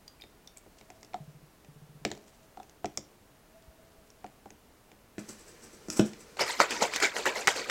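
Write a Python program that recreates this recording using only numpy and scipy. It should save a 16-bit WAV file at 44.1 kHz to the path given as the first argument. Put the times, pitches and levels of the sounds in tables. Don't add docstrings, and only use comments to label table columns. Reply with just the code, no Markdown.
import sys
import numpy as np
from scipy import signal
from scipy.io import wavfile
from scipy.ndimage import uniform_filter1d

SR = 44100
rng = np.random.default_rng(int(sys.argv[2]) if len(sys.argv) > 2 else 0)


def inscribe(sig):
    pcm = np.round(np.clip(np.atleast_2d(sig).T, -1, 1) * 32767)
    wavfile.write(sys.argv[1], SR, pcm.astype(np.int16))


N = 339570
TIME = np.arange(N) / SR
RING_TIME = TIME[:SR // 3]
BINS = np.fft.rfftfreq(4096, 1 / SR)

# [f/Hz, level/dB]
SPRAY_SPECTRUM = [(60, -70), (200, 1), (400, -8), (900, -8), (2000, -0.5), (3200, -7), (5000, -5.5),
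                  (7500, -6.5), (9800, -19.5), (15500, -27)]
# [f/Hz, level/dB]
FIZZ_SPECTRUM = [(1000, -33), (3000, -9), (4500, 10), (7600, 1), (9800, -19), (15500, -18)]
SHAKE_START_S = 6.369


def shaking(churn_db=-47, churn_gulp_db=-54, spray_db=-3, gulp_db=-2, fizz_db=-4, gulp_briefness=0.93):
    spray_power, gulp_power, fizz_power = amp(churn_db) ** 2, amp(churn_gulp_db) ** 2, 0
    for surge, db, air_db, fine_db in surges():
        spray_power = spray_power + (amp(db) * surge) ** 2
        gulp_power = gulp_power + (amp(air_db) * surge ** gulp_briefness) ** 2
        fizz_power = fizz_power + (amp(fine_db) * surge) ** 2
    liquid = evened(colour(froth(), read(SPRAY_SPECTRUM, BINS))) + .85 * bubbles()
    droplets = evened(colour(crackle(per_s=5900, spread_db=3.0), read(FIZZ_SPECTRUM, BINS)))
    spray = amp(spray_db) * np.sqrt(spray_power) * liquid
    fizz = amp(fizz_db) * np.sqrt(fizz_power) * droplets
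    gulps = amp(gulp_db) * np.sqrt(gulp_power) * air_pocket()
    shaken = TIME > SHAKE_START_S
    return cup_walls(shaken * (spray + fizz + splashes(liquid) + gulps) + slaps())


# [t/s at the crest, spray level/dB, rise/s, trapped-air gulp level/dB, splash f/Hz]
STRONG_STROKES = [(6.409, -27.5, 0.009, -28, 1100), (6.604, -25, 0.0063, -24.5, 1090),
                  (6.824, -25, 0.0095, -25, 805), (7.034, -25, 0.012, -27.5, 1620),
                  (7.266, -27.5, 0.0056, -26, 1250), (7.479, -26, 0.0025, -30.5, 1500),
                  (7.70, -38, 0.016, -32.5, 1900)]
# [t/s at the crest, spray level/dB, gulp level/dB]
SWINGS_BACK = [(6.478, -33, -60), (6.712, -33.5, -40), (6.935, -34.5, -47.5), (7.164, -35, -36.5),
               (7.364, -35.5, -36.5), (7.567, -35, -38)]
STROKE_HOLD_S, STROKE_FALL_S = 0.0072, 0.023
RETURN_RISE_S, RETURN_HOLD_S, RETURN_FALL_S = 0.014, 0.027, 0.044
STROKE_FIZZ_DB, RETURN_FIZZ_DB = -14.5, -8


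def surges():
    out = []
    for s, db, rise, air_db, _ in STRONG_STROKES:
        surge = held(s, s + STROKE_HOLD_S, rise, STROKE_FALL_S)
        out.append((surge, db, air_db, db + STROKE_FIZZ_DB))
    for s, db, air_db in SWINGS_BACK:
        surge = held(s, s + RETURN_HOLD_S, RETURN_RISE_S, RETURN_FALL_S)
        out.append((surge, db, air_db, db + RETURN_FIZZ_DB))
    return out


def splashes(liquid, level_db=-3, sharpness=1.1):
    out = np.zeros(N)
    for s, db, rise, _, hz in STRONG_STROKES:
        ratio = (BINS + 1) / hz
        band_db = -10 * np.log10(1 + (sharpness * (ratio - 1 / ratio)) ** 2)
        surge = held(s, s + STROKE_HOLD_S, rise, STROKE_FALL_S)
        out += amp(db + level_db) * colour(surge * liquid, band_db)
    return out


def froth(count=24, cycles=1.4):
    out = np.zeros(N)
    for hz in np.geomspace(300, 14000, count):
        bursts = crackle(per_s=220 + hz / 9, spread_db=3.0) * flutter(depth_db=4, length_s=.02)
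        burst_sound = pop(hz, cycles)[:SR // 20]
        out += np.sqrt(hz) * evened(signal.oaconvolve(bursts, burst_sound)[:N])
    return evened(out)


def bubbles(count=28, cycles=7, glide=0.036):
    out = np.zeros(N)
    for hz in np.geomspace(450, 4800, count):
        age = RING_TIME[:SR // 8] * hz / cycles
        envelope = (1 - np.exp(-4 * age)) * np.exp(-age)
        plink = envelope * np.sin(2 * np.pi * cycles * age * (1 + glide * age / 2))
        out += evened(signal.oaconvolve(crackle(per_s=16, spread_db=3), plink)[:N])
    return evened(colour(out, read(SPRAY_SPECTRUM, BINS)))


# [f/Hz, level/dB]
GULP_SPECTRUM = [(60, -18.5), (240, -13.5), (340, -4), (440, 0), (530, -1), (700, -7), (1500, -30),
                 (4000, -96)]


def air_pocket(wander_db=1.2):
    speed = flutter(depth_db=wander_db, length_s=.06)
    return evened(np.interp(np.cumsum(speed), np.arange(N), hiss(GULP_SPECTRUM)))


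# [t/s, thump level/dB, f/Hz, crack level/dB]
END_SLAPS = [(6.37, -35.5, 676, -43), (6.394, -19.5, 1300, -27), (6.602, -3, 1190, -20.5),
             (6.707, -43, 1800, -23.5), (6.822, -15, 534, -31), (6.826, -18.5, 960, -24),
             (6.937, -18.5, 1970, -24.5), (6.9602, -33, 2020, -19), (7.001, -22.5, 1800, -25),
             (7.025, -13, 1690, -22), (7.166, -17.5, 1810, -32), (7.256, -18.5, 1440, -23),
             (7.473, -6, 2100, -13), (7.4802, -5.5, 1520, -35), (7.562, -26, 1920, -29.5),
             (7.698, -15, 1870, -21.5)]
# [f/Hz, level/dB]
CRACK_SPECTRUM = [(150, -11), (1000, -8.5), (2400, -0.5), (4000, -8), (7600, -7), (9800, -18.5),
                  (15500, -25.5)]


def slaps(crack_db=-6):
    out = np.zeros(N)
    for s, db, hz, crack in END_SLAPS:
        add(out, s, amp(db) * pop(hz, cycles=0.49))
        add(out, s, amp(crack + crack_db) * tick(CRACK_SPECTRUM, decay_s=0.0039, onset_s=0.00031))
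    return out


# [f/Hz, width/Hz, level/dB]
WALL_RESONANCES = [(950, 170, 5), (1050, 74, -2.5), (1260, 70, 1.5), (1650, 51, -4.5), (1710, 110, 3.5),
                   (1753, 59, -6.5), (2230, 170, 2), (4240, 230, 1)]


def cup_walls(x):
    walls_db = sum(db / (1 + (2 * (BINS - hz) / width) ** 2) for hz, width, db in WALL_RESONANCES)
    small_body_db = -10 * np.log10(1 + (170 / (BINS + 5)) ** 2)
    return colour(x, walls_db + small_body_db)


# [t/s, clack level/dB, hardness = snap over clack level/dB]
EDGE_CLICKS = [(0.2378, -47.5, -11), (0.8114, -49.5, -6), (0.9021, -47, -0.5), (1.03, -48.5, 3),
               (1.0474, -58, 8), (1.1342, -45, -12), (1.6468, -54.5, -4), (2.0503, -22, -4.5),
               (2.115, -33, -1.5), (2.6307, -54, 0), (2.6954, -55, 3.5), (2.8566, -37, 1),
               (2.9737, -37, 13), (4.1024, -69, 19), (4.2642, -48.5, -7), (4.5047, -49.5, 3.5),
               (4.9162, -51, -7)]
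# [t/s, air ring level/dB, ring f/Hz, counter thud level/dB]
DULL_TAPS = [(0.6631, -58, 700, -45.5), (0.9021, -43, 732, -68), (1.1426, -24, 724, -38),
             (2.5722, -36, 744, -44.5), (2.5995, -36, 765, -48), (2.8445, -23, 680, -25.5),
             (2.975, -60, 700, -34), (4.2433, -32, 740, -38), (4.4576, -40.5, 790, -41.5)]


def scoop(tap_clack_db=-17, click_ring_db=-6, skip_db=-28, skip_thud_db=12, skip_fade_db=-1.5,
          skip_s=.03, count=5):
    out = np.zeros(N)
    for s, db, hz, thud_db in DULL_TAPS:
        add(out, s, blow(db + tap_clack_db, hard_db=-6, ring_db=db, thud_db=thud_db, ring_hz=hz))
    for s, db, hard_db in EDGE_CLICKS:
        add(out, s, blow(db, hard_db, ring_db=db + click_ring_db, thud_db=db))
        delays = np.cumsum(skip_s * (.5 + rng.random(count)))
        for k, delay in enumerate(delays):
            soft_db = db + skip_db + k * skip_fade_db
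            skip = blow(soft_db, hard_db=2.5, ring_db=soft_db + click_ring_db, thud_db=soft_db + skip_thud_db)
            add(out, s + delay, skip)
    return out


# [f/Hz, level/dB, t60/s]
CUP_AIR_MODES = [(686, -1, 0.04), (736, -9, 0.03), (825, -20, 0.066), (670, -40, 0.065), (1210, -5, 0.012),
                 (2170, -43, 0.028)]
# [f/Hz, level/dB, t60/s]
COUNTER_MODES = [(99, -6.5, 0.085), (140.5, -12.5, 0.21), (210.4, -1.5, 0.14), (297.6, 0, 0.14),
                 (354, 0, 0.095), (394, 1.5, 0.08), (534, -1, 0.079), (600, 5.5, 0.04)]


def blow(db, hard_db, ring_db, thud_db, ring_hz=CUP_AIR_MODES[0][0], rattle_db=-27):
    snap = plastic(db, hard_db, decay_s=0.0014)
    rattle = amp(rattle_db) * plastic(db, hard_db, decay_s=0.0084)
    pitch = ring_hz / CUP_AIR_MODES[0][0]
    air = [(hz * pitch, mode_db, t60) for hz, mode_db, t60 in CUP_AIR_MODES]
    hollow = amp(ring_db) * ring(air, contact_s=0.0024)
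    return snap + rattle + hollow + amp(thud_db) * ring(COUNTER_MODES)


# [f/Hz, level/dB]
CLACK_SPECTRUM = [(150, -10), (700, 1), (1200, -7), (2200, 6.5), (3300, -0.5), (4300, -1), (6500, -44),
                  (10000, -34)]
SNAP_SPECTRUM = [(500, -57), (2500, -9.5), (4300, -1), (5100, 9), (6200, 11), (7600, 7.5), (8700, -2.5),
                 (9800, -20), (15500, -13)]
EDGE_SPECTRUM = [(3000, -2), (9300, -17), (11000, -7), (12800, -18), (14500, -12), (16000, -36)]


def plastic(db, hard_db, decay_s, edge_db=-17, edge_growth=1.45):
    voices = [(0, CLACK_SPECTRUM), (hard_db, SNAP_SPECTRUM), (edge_db + edge_growth * hard_db, EDGE_SPECTRUM)]
    return sum(amp(db + voice_db) * tick(voice, decay_s) for voice_db, voice in voices)


# [t/s, clack level/dB, hardness = snap over clack level/dB, thump level/dB]
LID_CONTACTS = [(5.1815, -41.5, -10, -28), (5.2906, -55, 13, -41), (5.8845, -62, 17, -30),
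                (5.901, -46.5, 19, -46), (5.9946, -28.5, -0.5, -8.5), (6.133, -46.5, -2, -42.5)]
# [f/Hz, level/dB, t60/s]
CLOSED_CUP_MODES = [(117, -12, 0.098), (216, 4, 0.069), (280, 10.5, 0.025), (343, -18, 0.18),
                    (440, -10, 0.02), (623, -7, 0.051), (1426, -7.5, 0.021)]


def lid(push_db=-18):
    out = thread() + grip()
    for s, db, hard_db, thump_db in LID_CONTACTS:
        add(out, s, plastic(db, hard_db, decay_s=0.0021))
        add(out, s, amp(thump_db) * ring(CLOSED_CUP_MODES, contact_s=0.0028))
        add(out, s, amp(thump_db + push_db) * pop(hz=124, cycles=0.57))
    return out


# [t/s at the crest, level/dB, rise plus fall time constant/s]
THREAD_RUBS = [(5.192, -44.5, 0.015), (5.297, -41.5, 0.032), (5.40, -55, 0.04), (5.485, -56, .04),
               (5.636, -49.5, 0.036), (5.738, -53.5, 0.039), (5.931, -44, 0.064), (5.977, -36, .04),
               (6.068, -50, 0.044), (6.21, -57.5, .05)]
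# [f/Hz, level/dB]
THREAD_SPECTRUM = [(200, -38), (1000, -12), (2500, -11), (3500, -20), (4700, -9.5), (5700, -4), (6700, -7),
                   (7800, -0.5), (9300, -12.5), (11000, -14.5), (15500, -23)]
# [f/Hz, level/dB]
RUMBLE_SPECTRUM = [(50, -40), (130, -15), (230, 5.5), (450, -5), (700, -14), (1500, -19), (5000, -57)]
RUB_RISE_SHARE = 0.41


def thread(rumble_db=-4):
    power = 0
    for s, db, length in THREAD_RUBS:
        rub = swell(s, length * RUB_RISE_SHARE, length * (1 - RUB_RISE_SHARE))
        power = power + (amp(db) * rub) ** 2
    slips = evened(colour(crackle(per_s=5300, spread_db=3.0), read(THREAD_SPECTRUM, BINS)))
    slips = slips * flutter(depth_db=3.5, length_s=.012)
    return np.sqrt(power) * (slips + amp(rumble_db) * hiss(RUMBLE_SPECTRUM))


# [start t/s, end t/s]
HAND_ON_LID = (5.2, 6.37)
# [f/Hz, level/dB]
RUSTLE_SPECTRUM = [(100, -11), (220, 1), (330, -4.5), (452, 5), (650, -11.5), (1660, -10.5), (3500, -17),
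                   (6000, -13), (15000, -30.5)]


def grip(grip_db=-58):
    resting = held(*HAND_ON_LID, rise=.008, fall=0.023)
    return amp(grip_db) * resting * flutter(depth_db=0.5, length_s=0.055) * hiss(RUSTLE_SPECTRUM)


# [start t/s, end t/s, patter level/dB, hollow tone level/dB]
SCOOPFULS = [(0.87, 1.27, -68.5, -63.5), (2.245, 2.68, -72, -67.5), (3.557, 4.202, -78, -62)]
# [f/Hz, level/dB]
GRAIN_SPECTRUM = [(300, -47), (1500, -4), (4000, -0.5), (7800, 1), (9500, -8), (15500, -52)]
POUR_RISE_S, POUR_FALL_S = 0.18, 0.064


def powder():
    flow = sum(amp(db) * held(start, end, POUR_RISE_S, POUR_FALL_S) for start, end, db, _ in SCOOPFULS)
    grains = evened(colour(crackle(per_s=900, spread_db=-0.5), read(GRAIN_SPECTRUM, BINS)))
    return flow * flutter(depth_db=8, length_s=0.034) * grains


# [f/Hz, level/dB]
HOLLOW_SPECTRUM = [(300, -92), (580, -34.5), (625, 12.5), (645, 26), (675, 8), (720, -36), (1400, -33.5)]


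def hollow_tone():
    tone = sum(amp(db) * held(start, end, POUR_RISE_S, POUR_FALL_S) for start, end, _, db in SCOOPFULS)
    return tone * flutter(depth_db=4.5, length_s=.04) * hiss(HOLLOW_SPECTRUM)


# [start t/s, end t/s, mean spacing of bumps/s, level at start/dB, level at end/dB]
SCOOP_JIGGLES = [(1.196, 1.47, .076, -40, -51), (1.689, 2.04, .065, -48, -46.5)]
# [t/s, level/dB]
CUP_NUDGES = [(3.68, -46), (3.984, -52)]


def handling(bump_hz=151, nudge_hz=70):
    out = np.zeros(N)
    for start, end, step, first_db, last_db in SCOOP_JIGGLES:
        for s in np.arange(start, end, step):
            late, uneven_db = rng.uniform(-1, 1, 2) * [.007, 2]
            db = np.interp(s, [start, end], [first_db, last_db]) + uneven_db
            add(out, s + late, amp(db) * pop(bump_hz, cycles=1.27))
    for s, db in CUP_NUDGES:
        add(out, s, amp(db) * pop(nudge_hz, cycles=0.38))
    return out


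# [t/s, level/dB, bubble f/Hz]
MILK_DRIPS = [(0.0787, -39.5, 4790), (0.2, -53, 2350), (0.2116, -46.5, 4900), (0.2196, -40, 3690),
              (0.474, -42.5, 5550), (0.4744, -44, 3570), (0.565, -52, 2300), (0.5715, -39.5, 7550),
              (0.581, -45, 8200)]


def milk(level_db=-2, cycles=5.8, splash_db=-7):
    out = np.zeros(N)
    for s, db, hz in MILK_DRIPS:
        splash = tick([(hz / 4, -20), (hz, 0), (hz * 2, -16)], decay_s=0.0021)
        add(out, s, amp(db + level_db) * pop(hz, cycles) + amp(db + splash_db) * splash)
    return out


# [f/Hz, level/dB]
AMBIENCE_SPECTRUM = [(15, -10), (25, 1), (137, -4.5), (249, -4), (363, -7), (451, -5), (516, -10.5),
                     (560, -8), (840, -11), (1230, -14), (2410, -19), (2910, -19.5), (3160, -21.5),
                     (16000, -26.5)]
AMBIENCE_DB = -60


def ambience():
    return amp(AMBIENCE_DB) * hiss(AMBIENCE_SPECTRUM)


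# [f/Hz, t60/s]
KITCHEN_DECAY = [(150, 0.23), (400, 0.25), (1200, 0.28), (3000, 0.34), (8000, .2), (15000, 0.033)]
# [delay t/s, relative gain]
EARLY_ECHOES = [(.0017, 0.053), (.0052, 0.17), (.0087, 0.26), (0.0139, .18), (0.0193, 0.15)]


def kitchen(x, echo_db, tail_db):
    hz, t, z = signal.stft(rng.standard_normal(SR // 2), SR, nperseg=256)
    decay = amp(-60 * t / read(KITCHEN_DECAY, hz)[:, None])
    tail = signal.istft(z * decay, SR)[1]
    tail = tail * np.minimum(TIME[:len(tail)] / 0.0031, 1)
    response = amp(tail_db) * tail / np.linalg.norm(tail)
    add(response, 0, np.ones(1))
    for s, gain in EARLY_ECHOES:
        add(response, s, np.array([amp(echo_db) * gain]))
    return signal.oaconvolve(x, response)[:N]


def ring(modes, detune=0.016, contact_s=0.0013):
    t = RING_TIME
    motion = 0
    for hz, db, t60 in modes:
        struck_hz = hz * (1 + detune * (2 * rng.random() - 1))
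        motion = motion + amp(db - 60 * t / t60) * np.sin(2 * np.pi * struck_hz * t) / hz
    contact = 1 - np.exp(-t / contact_s)
    return peaked(np.diff(motion * contact, prepend=0))


def pop(hz, cycles):
    u = RING_TIME * hz / cycles
    return u * np.exp(1 - u) * np.sin(2 * np.pi * hz * RING_TIME)


def tick(spectrum, decay_s, onset_s=0.00039):
    t = RING_TIME
    chatter = rng.choice([-1, 1], len(t)) * np.exp(-t / decay_s) * (1 - np.exp(-t / onset_s))
    x = colour(chatter, read(spectrum, BINS))
    return x / np.sqrt(np.sum(x ** 2) / (SR * decay_s))


def hiss(spectrum):
    return evened(colour(rng.standard_normal(N), read(spectrum, BINS)))


def crackle(per_s, spread_db):
    size = amp(spread_db * np.minimum(rng.exponential(1, N), 4))
    return evened(size * rng.choice([-1, 1], N) * (rng.random(N) < per_s / SR))


def flutter(depth_db, length_s):
    knots = np.arange(0, TIME[-1] + 1, .002)
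    width = max(round(length_s / knots[1]), 1)
    wobble = uniform_filter1d(rng.standard_normal(len(knots)), width)
    return evened(amp(depth_db * np.interp(TIME, knots, evened(wobble))))


def held(start, end, rise, fall):
    before, after = (start - TIME) / rise, (TIME - end) / fall
    return np.exp(-np.maximum(np.maximum(before, after), 0))


def swell(s, rise, fall):
    return held(s, s, rise, fall)


def colour(x, curve_db):
    log_gain = np.log(amp(np.r_[curve_db, curve_db[-2:0:-1]]))
    taps = np.fft.ifft(np.exp(np.conj(signal.hilbert(log_gain)))).real
    return signal.oaconvolve(x, taps)[:len(x)]


def read(points, hz):
    f, value = np.transpose(points)
    return np.interp(np.log(hz + 1), np.log(f + 1), value)


def add(mix, s, sound):
    part = mix[max(round(s * SR), 0):][:len(sound)]
    part += sound[:len(part)]


def amp(db):
    return 10 ** (np.asarray(db) / 20)


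def evened(x):
    return x / np.sqrt(np.mean(x ** 2) + 1e-20)


def peaked(x):
    return x / np.max(abs(x))


def scene():
    sloshing = kitchen(shaking(), echo_db=-12.5, tail_db=-17.5)
    scooping = kitchen(scoop() + powder() + hollow_tone() + handling(), echo_db=-7.5, tail_db=-17)
    closing = kitchen(lid(), echo_db=-26.0, tail_db=-7.5)
    dripping = kitchen(milk(), echo_db=-7, tail_db=-12.5)
    return (sloshing + scooping + closing + dripping + ambience())[None]


EDGE_HZ = 16100


def record(dry):
    lowpass = signal.firwin(511, EDGE_HZ, window=("kaiser", 9), fs=SR)
    return signal.oaconvolve(dry, lowpass[None], "same")


dry = scene()
out = record(dry)
inscribe(out)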